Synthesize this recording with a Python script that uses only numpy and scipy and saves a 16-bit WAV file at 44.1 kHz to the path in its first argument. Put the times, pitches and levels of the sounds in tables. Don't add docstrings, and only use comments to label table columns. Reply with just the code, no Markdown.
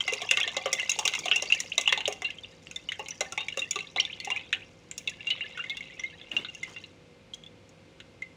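import sys
import numpy as np
from scipy import signal
from scipy.fft import rfft, irfft
from scipy.io import wavfile

SR = 44100
rng = np.random.default_rng(int(sys.argv[2]) if len(sys.argv) > 2 else 0)


def dump(signal):
    limited = np.clip(np.atleast_2d(signal).T, -1, 1)
    pcm = np.round(limited * 32767).astype(np.int16)
    wavfile.write(sys.argv[1], SR, pcm)


N = 368676
TIME = np.arange(N) / SR
LIGHT_THUD_DB = -23

# freq_hz, gain_db
SLAP_COLOUR = [(1000, -20), (1500, -11), (1930, -14), (2070, 6), (2400, -1), (2750, 8.5), (3100, -4),
               (3400, 3), (4100, -6), (5200, -36.5)]
# freq_hz, gain_db
SPRAY_COLOUR = [(3000, -36), (4600, -12.5), (5700, 0.5), (6500, 3), (7400, -3.5), (8300, -13), (9800, -13),
                (11500, -29.5), (13200, -35), (15000, -18), (16500, -41.5)]


def drops():
    # start_s, cavity_hz, thud_db, slap_db, spray_db
    gobs = [(0.079, 730, -41, -29.5, -40), (0.124, 486, -36.5, -38.5, -41), (0.218, 704, -38.5, -37, -41),
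            (0.311, 493, -43, -28, -26.5), (0.372, 1150, -41.5, -27.5, -35.5),
            (0.477, 670, -45.5, -33, -42), (0.567, 550, -35, -33, -34.5), (0.658, 538, -30, -33.5, -39.5),
            (0.729, 554, -42, -29, -24), (0.989, 856, -35.5, -33.5, -28.5), (1.054, 1110, -39, -30, -26.5),
            (1.257, 714, -35.5, -36.5, -36.5), (1.36, 796, -44, -26.5, -30.5),
            (1.423, 566, -39.5, -37, -31), (1.78, 663, -35, -29, -25.5), (1.925, 528, -42, -26.5, -35.5),
            (1.976, 863, -39, -33, -43), (2.078, 568, -31, -48, -31.5), (2.22, 706, -45, -39.5, -44),
            (2.994, 840, -38.5, -41, -50), (3.208, 583, -34, -34, -31), (3.323, 1350, -43.5, -44.5, -37.5),
            (3.377, 847, -40, -34.5, -44), (3.573, 535, -37.5, -36.5, -38), (3.758, 1156, -36.5, -35, -39),
            (3.961, 770, -35.5, -35.5, -50), (4.273, 800, -39, -43.5, -58),
            (4.303, 1000, -40.5, -41, -42.5)]
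    # start_s, slap_db, spray_db
    light_drops = [(0.135, -33.5, -34.5), (0.402, -31, -38), (0.797, -31.5, -41), (0.896, -49, -25),
                   (1.077, -37, -28.5), (1.137, -35, -40), (1.151, -33.5, -36.5), (1.19, -56, -34),
                   (1.314, -21, -47), (1.504, -45, -52), (1.548, -43.5, -39.5), (1.603, -38, -28.5),
                   (1.812, -40, -33), (1.877, -29.5, -41), (2.006, -36, -49), (2.125, -43, -39.5),
                   (2.25, -37, -69), (2.304, -48, -54), (2.712, -46, -46), (2.76, -48, -43),
                   (2.89, -45, -72), (2.92, -40.5, -47), (3.06, -46.5, -69), (3.085, -44.5, -39.5),
                   (3.406, -40, -53), (3.484, -43, -47.5), (3.593, -57, -39.5), (3.709, -38.5, -30.5),
                   (3.789, -37.5, -50), (4.201, -43.5, -53), (4.248, -43, -39), (4.528, -27, -42.5),
                   (4.979, -46.5, -35), (5.075, -30.5, -46), (5.096, -56.5, -43.5), (5.206, -44, -72),
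                   (5.27, -47, -53.5), (5.304, -32, -47), (5.575, -42, -54), (5.697, -36, -52),
                   (5.77, -40, -48), (5.995, -40, -53), (6.214, -46.5, -72), (6.448, -39.5, -66),
                   (6.549, -47, -47.5), (6.632, -48, -45), (6.763, -42.5, -74), (6.839, -47, -70),
                   (7.343, -63, -46.5), (7.692, -83.5, -59.5), (8.002, -49, -60)]
    out = np.zeros(N)
    for start_s, cavity_hz, thud_db, slap_db, spray_db in gobs:
        add(out, start_s, splash(thud_db - 1.5, slap_db, spray_db))
        add(out, start_s, undb(thud_db + 6.5) * bubble(cavity_hz, decay_ms=4.96, rise_hz_per_ms=2))
    for start_s, slap_db, spray_db in light_drops:
        add(out, start_s, splash(slap_db + LIGHT_THUD_DB, slap_db, spray_db))
    return out


def splash(thud_db, slap_db, spray_db):
    # freq_hz, gain_db
    thud_colour = [(200, -20.5), (330, -12), (420, -1.5), (550, -9.5), (780, -1.5), (930, -16),
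                   (1120, -1.5), (1400, -22), (2000, -13)]
    thud = undb(thud_db + 1.5) * burst(thud_colour, decay_s=0.023, snap=0.32, tint_db=4.5)
    slap = undb(slap_db + 4) * burst(SLAP_COLOUR, decay_s=0.0083, snap=0.76, tint_db=8.0)
    spray = undb(spray_db - 0.28) * burst(SPRAY_COLOUR, decay_s=0.0041, snap=0.56, tint_db=0.5)
    return thud + slap + spray


def burst(colour, decay_s, snap, tint_db, size=2600):
    t = np.arange(size) / SR
    push = rng.standard_normal(size) * undb(7.4 * rng.standard_normal(size)) * np.exp(-t / decay_s)
    push /= np.linalg.norm(push)
    push[0] += snap
    tinted = [(hz, db + tint_db * rng.standard_normal()) for hz, db in colour]
    crackle = through(push, response(tinted))
    return crackle / np.linalg.norm(crackle) * np.sqrt(SR / 100)


def plinks(gain_db=4.0, slap_db=-20, tick_db=-25, climb_per_decay=0.01):
    # start_s, pitch_hz, level_db, decay_ms
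    trapped = [(0.006, 3090, -19.5, 1.7), (0.29, 2700, -25.5, 3), (0.312, 2670, -14, 1.8),
               (0.336, 2626, -27, 6.6), (0.431, 3250, -20, 2.5), (0.796, 2060, -36, 5),
               (0.829, 1985, -32, 5.6), (0.894, 2680, -20.5, 3.7), (0.917, 6580, -19.5, 1.2),
               (1.051, 2777, -26.5, 6.2), (1.078, 3480, -13.5, 0.46), (1.137, 2110, -31, 4.1),
               (1.312, 2670, -25.5, 19), (1.358, 2650, -28, 3.9), (1.501, 2630, -26, 4.5),
               (1.523, 2710, -12, 2.4), (1.779, 3690, -20.5, 1.8), (1.876, 2830, -17, 1.5),
               (1.892, 3330, -21, 4.4), (1.924, 2700, -20, 4.4), (1.927, 1870, -18, 1.2),
               (2.056, 3630, -26.5, 2.3), (2.245, 2725, -28.5, 10), (2.385, 3100, -39, 2.3),
               (2.434, 3570, -41.5, 5.6), (2.67, 2770, -36, 0.6), (2.761, 3550, -29.5, 3.2),
               (2.888, 2923, -27.5, 3.4), (3.107, 5860, -29, 2.8), (3.21, 5730, -27, 2.6),
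               (3.38, 3620, -36, 18), (3.484, 2290, -27, 2.8), (3.524, 2830, -34.5, 4),
               (3.592, 3670, -28.5, 4), (3.619, 2704, -27, 6.8), (3.711, 6830, -25, 2.2),
               (3.806, 2670, -30, 3.8), (3.973, 3930, -28.5, 1.9), (3.999, 3000, -15.5, 2.2),
               (4.004, 5510, -26, 1.8), (4.051, 3496, -25, 1.4), (4.201, 4300, -31, 1.8),
               (4.314, 2757, -28.5, 6.9), (4.362, 2320, -27, 2.2), (4.369, 2480, -29.5, 5.2),
               (4.528, 2860, -37.5, 8.9), (4.913, 7260, -28, 0.58), (5.074, 2597, -30, 6.5),
               (5.27, 2757, -30, 8.7), (5.305, 2900, -26.5, 11), (5.407, 2760, -36.5, 13.7),
               (5.574, 1470, -37.5, 4.7), (5.594, 2756, -35, 9.8), (5.64, 2050, -34, 3.9),
               (5.697, 2127, -35.5, 15.5), (5.807, 2140, -33.5, 3), (5.997, 5800, -37, 3.9),
               (6.036, 2087, -29.5, 10.2), (6.316, 2825, -29.5, 1.8), (6.366, 2756, -22, 3.9),
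               (6.486, 2770, -40.5, 6.2), (6.63, 2075, -30.5, 6.3), (7.336, 3256, -33, 3.5),
               (7.437, 3330, -42, 2.9), (7.463, 3400, -42, 3.8), (8.221, 2076, -32, 6)]
    out = np.zeros(N)
    for start_s, pitch_hz, level_db, decay_ms in trapped:
        ring = bubble(pitch_hz, decay_ms, climb_per_decay * pitch_hz / decay_ms, swell=0.64)
        pinch = splash(level_db + slap_db + LIGHT_THUD_DB, level_db + slap_db, level_db + tick_db)
        add(out, start_s, undb(level_db + gain_db) * ring)
        add(out, start_s, pinch)
    return out


def chirps(gain_db=1, climb_per_decay=0.16):
    # start_s, pitch_hz, level_db, decay_ms
    rising_chirps = [(0.373, 2600, -16.5, 1.1), (0.412, 2350, -19, 2.7), (0.569, 3280, -22, 1.7),
                     (0.785, 1885, -29, 7.9), (1.282, 2450, -19.5, 1.8), (1.719, 2430, -24, 3.3),
                     (1.857, 2470, -26, 5.5), (2.055, 2680, -20, 2.2), (2.078, 2450, -19.5, 1.3),
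                     (2.303, 2400, -28.5, 3.1), (2.445, 2520, -35.5, 3), (2.919, 1790, -24, 3),
                     (3.207, 2380, -24.5, 1.4), (3.376, 1973, -24.5, 5.8), (3.87, 3200, -39, 3.2),
                     (3.981, 1954, -24, 9), (4.002, 3710, -18.5, 0.89), (4.098, 2180, -33, 6),
                     (4.129, 2750, -31, 3.5), (4.302, 2000, -24, 3.1), (4.529, 1586, -21.5, 2.9),
                     (4.618, 2230, -41, 7.4), (5.303, 2574, -21, 3), (5.408, 1950, -26, 2.2),
                     (5.591, 1267, -32, 5.7), (6.366, 2620, -23, 1.4)]
    out = np.zeros(N)
    for start_s, pitch_hz, level_db, decay_ms in rising_chirps:
        chirp = bubble(pitch_hz, decay_ms, climb_per_decay * pitch_hz / decay_ms, swell=0.42)
        add(out, start_s, undb(level_db + gain_db) * chirp)
    return out


def bubble(start_hz, decay_ms, rise_hz_per_ms, swell=0.94):
    t_ms = np.arange(int(7 * decay_ms * SR / 1000) + 8) * 1000 / SR
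    envelope = (1 - np.exp(-t_ms / (swell * decay_ms))) * np.exp(-t_ms / decay_ms)
    pitch_hz = np.minimum(start_hz + rise_hz_per_ms * t_ms, SR / 4)
    return envelope / envelope.max() * np.sin(2 * np.pi * np.cumsum(pitch_hz) / SR)


def spatter(stirred, trickle_end_s=6.85):
    # time_s, body_db, spray_db
    flow_levels = [(0, -43.5, -42), (.35, -36, -48), (.6, -41.5, -48.5), (1.13, -37.5, -46.5),
                   (1.45, -41, -42.5), (2.05, -56.5, -61), (2.55, -59, -60.5), (3.0, -70, -57),
                   (3.78, -59, -58), (4.35, -39.5, -60.5), (4.8, -75, -67.5), (5.35, -38.5, -61),
                   (5.72, -47, -60.5), (6.2, -48, -65), (6.75, -53.5, -54.5), (6.92, -62, -67.5)]
    time_s, body_db, spray_db = np.transpose(flow_levels)
    body_flow = undb(np.interp(TIME, time_s, body_db) - 5.5)
    spray_flow = undb(np.interp(TIME, time_s, spray_db) - 3.5)
    fizz = swarm(pitch_hz=2573, spread=0.205, cycles=12, climb_per_decay=0.02, scatter_db=6.5, count=1500)
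    froth = swarm(pitch_hz=5200, spread=0.19, cycles=5, climb_per_decay=0.02, scatter_db=6, count=1600)
    gurgle = swarm(pitch_hz=822, spread=0.317, cycles=1.1, climb_per_decay=0.033,
                   scatter_db=3.5, count=500)
    body = undb(-1.5) * fizz + undb(-4) * patter(SLAP_COLOUR, per_s=350, scatter_db=8)
    spray = undb(-3) * froth + undb(-7) * patter(SPRAY_COLOUR, per_s=420, scatter_db=10.5)
    churn = undb(np.interp(TIME, [2.1, 4.8], [-8, -17])) * gurgle
    body_gain = np.hypot(body_flow, undb(-14.5) * stirred)
    spray_gain = np.hypot(spray_flow, undb(-35) * stirred)
    running = np.interp(TIME, [trickle_end_s, 7.0], [1, 0.25])
    return running * (body_gain * body + body_flow * churn + spray_gain * spray)


def agitation(splashes, rise_s=0.0041, settle_s=0.018):
    t = np.arange(SR // 2) / SR
    memory = (1 - np.exp(-t / rise_s)) ** 2 * np.exp(-t / settle_s)
    return np.sqrt(np.abs(through(splashes ** 2, memory / memory.sum())))


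def swarm(pitch_hz, spread, cycles, climb_per_decay, scatter_db, count):
    out = np.zeros(N)
    starts_s = (np.arange(count) + rng.uniform(0, 1.8, count)) * N / SR / count
    draws = np.clip(rng.standard_normal((count, 3)), -2, 2)
    for start_s, (detune, strength, sweep) in zip(starts_s, draws):
        hz = pitch_hz * np.exp(spread * detune)
        decay_ms = 1000 * cycles / hz
        rise_hz_per_ms = climb_per_decay * abs(sweep) * hz / decay_ms
        add(out, start_s, undb(scatter_db * strength) * bubble(hz, decay_ms, rise_hz_per_ms))
    return unit(out)


def patter(colour, per_s, scatter_db):
    hits = rng.random(N) < per_s / SR
    strength = undb(scatter_db * np.clip(rng.standard_normal(N), -2, 2))
    polarity = rng.choice([-1, 1], N)
    return unit(through(hits * strength * polarity, response(colour)))


def pot(direct, t60_s=0.19, size=22000):
    # freq_hz, level_db
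    modes = [(417, -2), (533, 2), (786, -41.5), (890, -28), (1088, -25), (1175, -3.5), (1471, -4.5),
             (1792, -8.5), (2053, 1.5), (2195, -21), (2520, -9), (2715, -5.5), (2795, -6.5), (2975, -17),
             (3352, -12)]
    t = np.arange(size) / SR
    damping_per_s = np.log(1000) / t60_s
    tones = sum(undb(db) * np.cos(2 * np.pi * hz * t) for hz, db in modes)
    ring = 2 * damping_per_s / SR * np.exp(-damping_per_s * t) * tones
    inside = echoes(t60_s=0.042, colour=[(3000, 6), (15000, 2)], onset_s=0.00022)
    room = echoes(t60_s=0.32, colour=[(800, -1.5), (3000, -14.5), (15000, -8)], onset_s=0.0027)
    return direct + through(direct, undb(1) * ring + undb(-9) * inside + undb(-19) * room)


def echoes(t60_s, colour, onset_s, size=22000):
    t = np.arange(size) / SR
    envelope = (1 - np.exp(-(t / onset_s) ** 2)) * np.exp(-np.log(1000) * t / t60_s)
    tail = through(rng.standard_normal(size) * envelope, response(colour))
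    return tail / np.abs(rfft(tail)[size // 22:size // 11]).mean()


def rubs():
    # start_s, length_s, rumble_db, hiss_db
    grip_shifts = [(1.177, 0.081, -50, -78), (6.313, 0.13, -50.5, -48), (6.666, 0.08, -72, -53)]
    out = np.zeros(N)
    rumble = patter([(80, -29), (140, 1), (240, -2), (450, -2)], per_s=3000, scatter_db=-8)
    hiss_colour = [(300, -0.5), (1600, -3.5), (3500, -10), (8000, -23), (12000, -36.5)]
    hiss = patter(hiss_colour, per_s=3300, scatter_db=3)
    for start_s, length_s, rumble_db, hiss_db in grip_shifts:
        progress = np.clip((TIME - start_s) / length_s, 0, 1)
        stroke = np.sqrt(np.abs(np.sin(np.pi * progress ** 0.61)))
        out += stroke * (undb(rumble_db) * rumble + undb(hiss_db) * hiss)
    return out


def kitchen(rush_db=-56.48, drift_hz=1.114):
    # freq_hz, density_db
    rush_colour = [(18, -49.5), (30, -38.5), (48, -6.5), (165, -3.5), (328, -5.5), (404, -8.5),
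                   (540, -12.5), (1280, -19.5), (2060, -21), (2350, -16.5), (7090, -31.5), (11100, -44.5),
                   (16000, -60.5)]
    # freq_hz, level_db
    hum_lines = [(99.9, -66.5), (163, -66.5), (484.5, -67), (533, -67), (2099, -73)]
    rush = unit(through(rng.standard_normal(N), response(rush_colour, size=8192)))
    hum = np.zeros(N)
    for freq_hz, level_db in hum_lines:
        gain = undb(level_db + 2 * wander(7.6))
        phase = 2 * np.pi * np.cumsum(freq_hz + drift_hz * wander(4.6)) / SR
        hum += gain * unit(np.sin(phase))
    return rush * undb(rush_db + 0.2 * wander(4)) + hum


def wander(rate_hz):
    knots = rng.standard_normal(int(N / SR * rate_hz) + 2)
    return np.interp(TIME * rate_hz, np.arange(len(knots)), knots)


def response(colour, size=1024):
    hz, db = np.transpose(colour)
    octave = np.log2(np.maximum(np.fft.rfftfreq(size, 1 / SR), 1))
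    octaves_outside = np.abs(octave - np.clip(octave, np.log2(hz[0]), np.log2(hz[-1])))
    gain = undb(np.interp(octave, np.log2(hz), db) - 20 * np.minimum(octaves_outside, 2))
    cepstrum = irfft(np.log(gain))[:size // 2]
    cepstrum[0] /= 2
    return irfft(np.exp(rfft(2 * cepstrum, size)))


def through(x, impulse_response):
    return signal.fftconvolve(x, impulse_response)[:len(x)]


def add(out, start_s, x):
    i = int(np.clip(start_s * SR, 0, N - 1))
    out[i:i + len(x)] += x[:N - i]


def undb(db):
    return 10 ** (np.asarray(db) / 20)


def unit(x):
    return x / np.sqrt(np.mean(x ** 2) + 1e-20)


def scene():
    splashes = drops() + plinks() + chirps()
    liquid = splashes + spatter(agitation(splashes))
    return (pot(liquid) + rubs() + kitchen())[None, :]


def record(dry):
    cutoff_hz = 16300
    return signal.sosfilt(signal.ellip(8, 0.2, 70, cutoff_hz, fs=SR, output="sos"), dry)


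dry = scene()
out = record(dry)
dump(out)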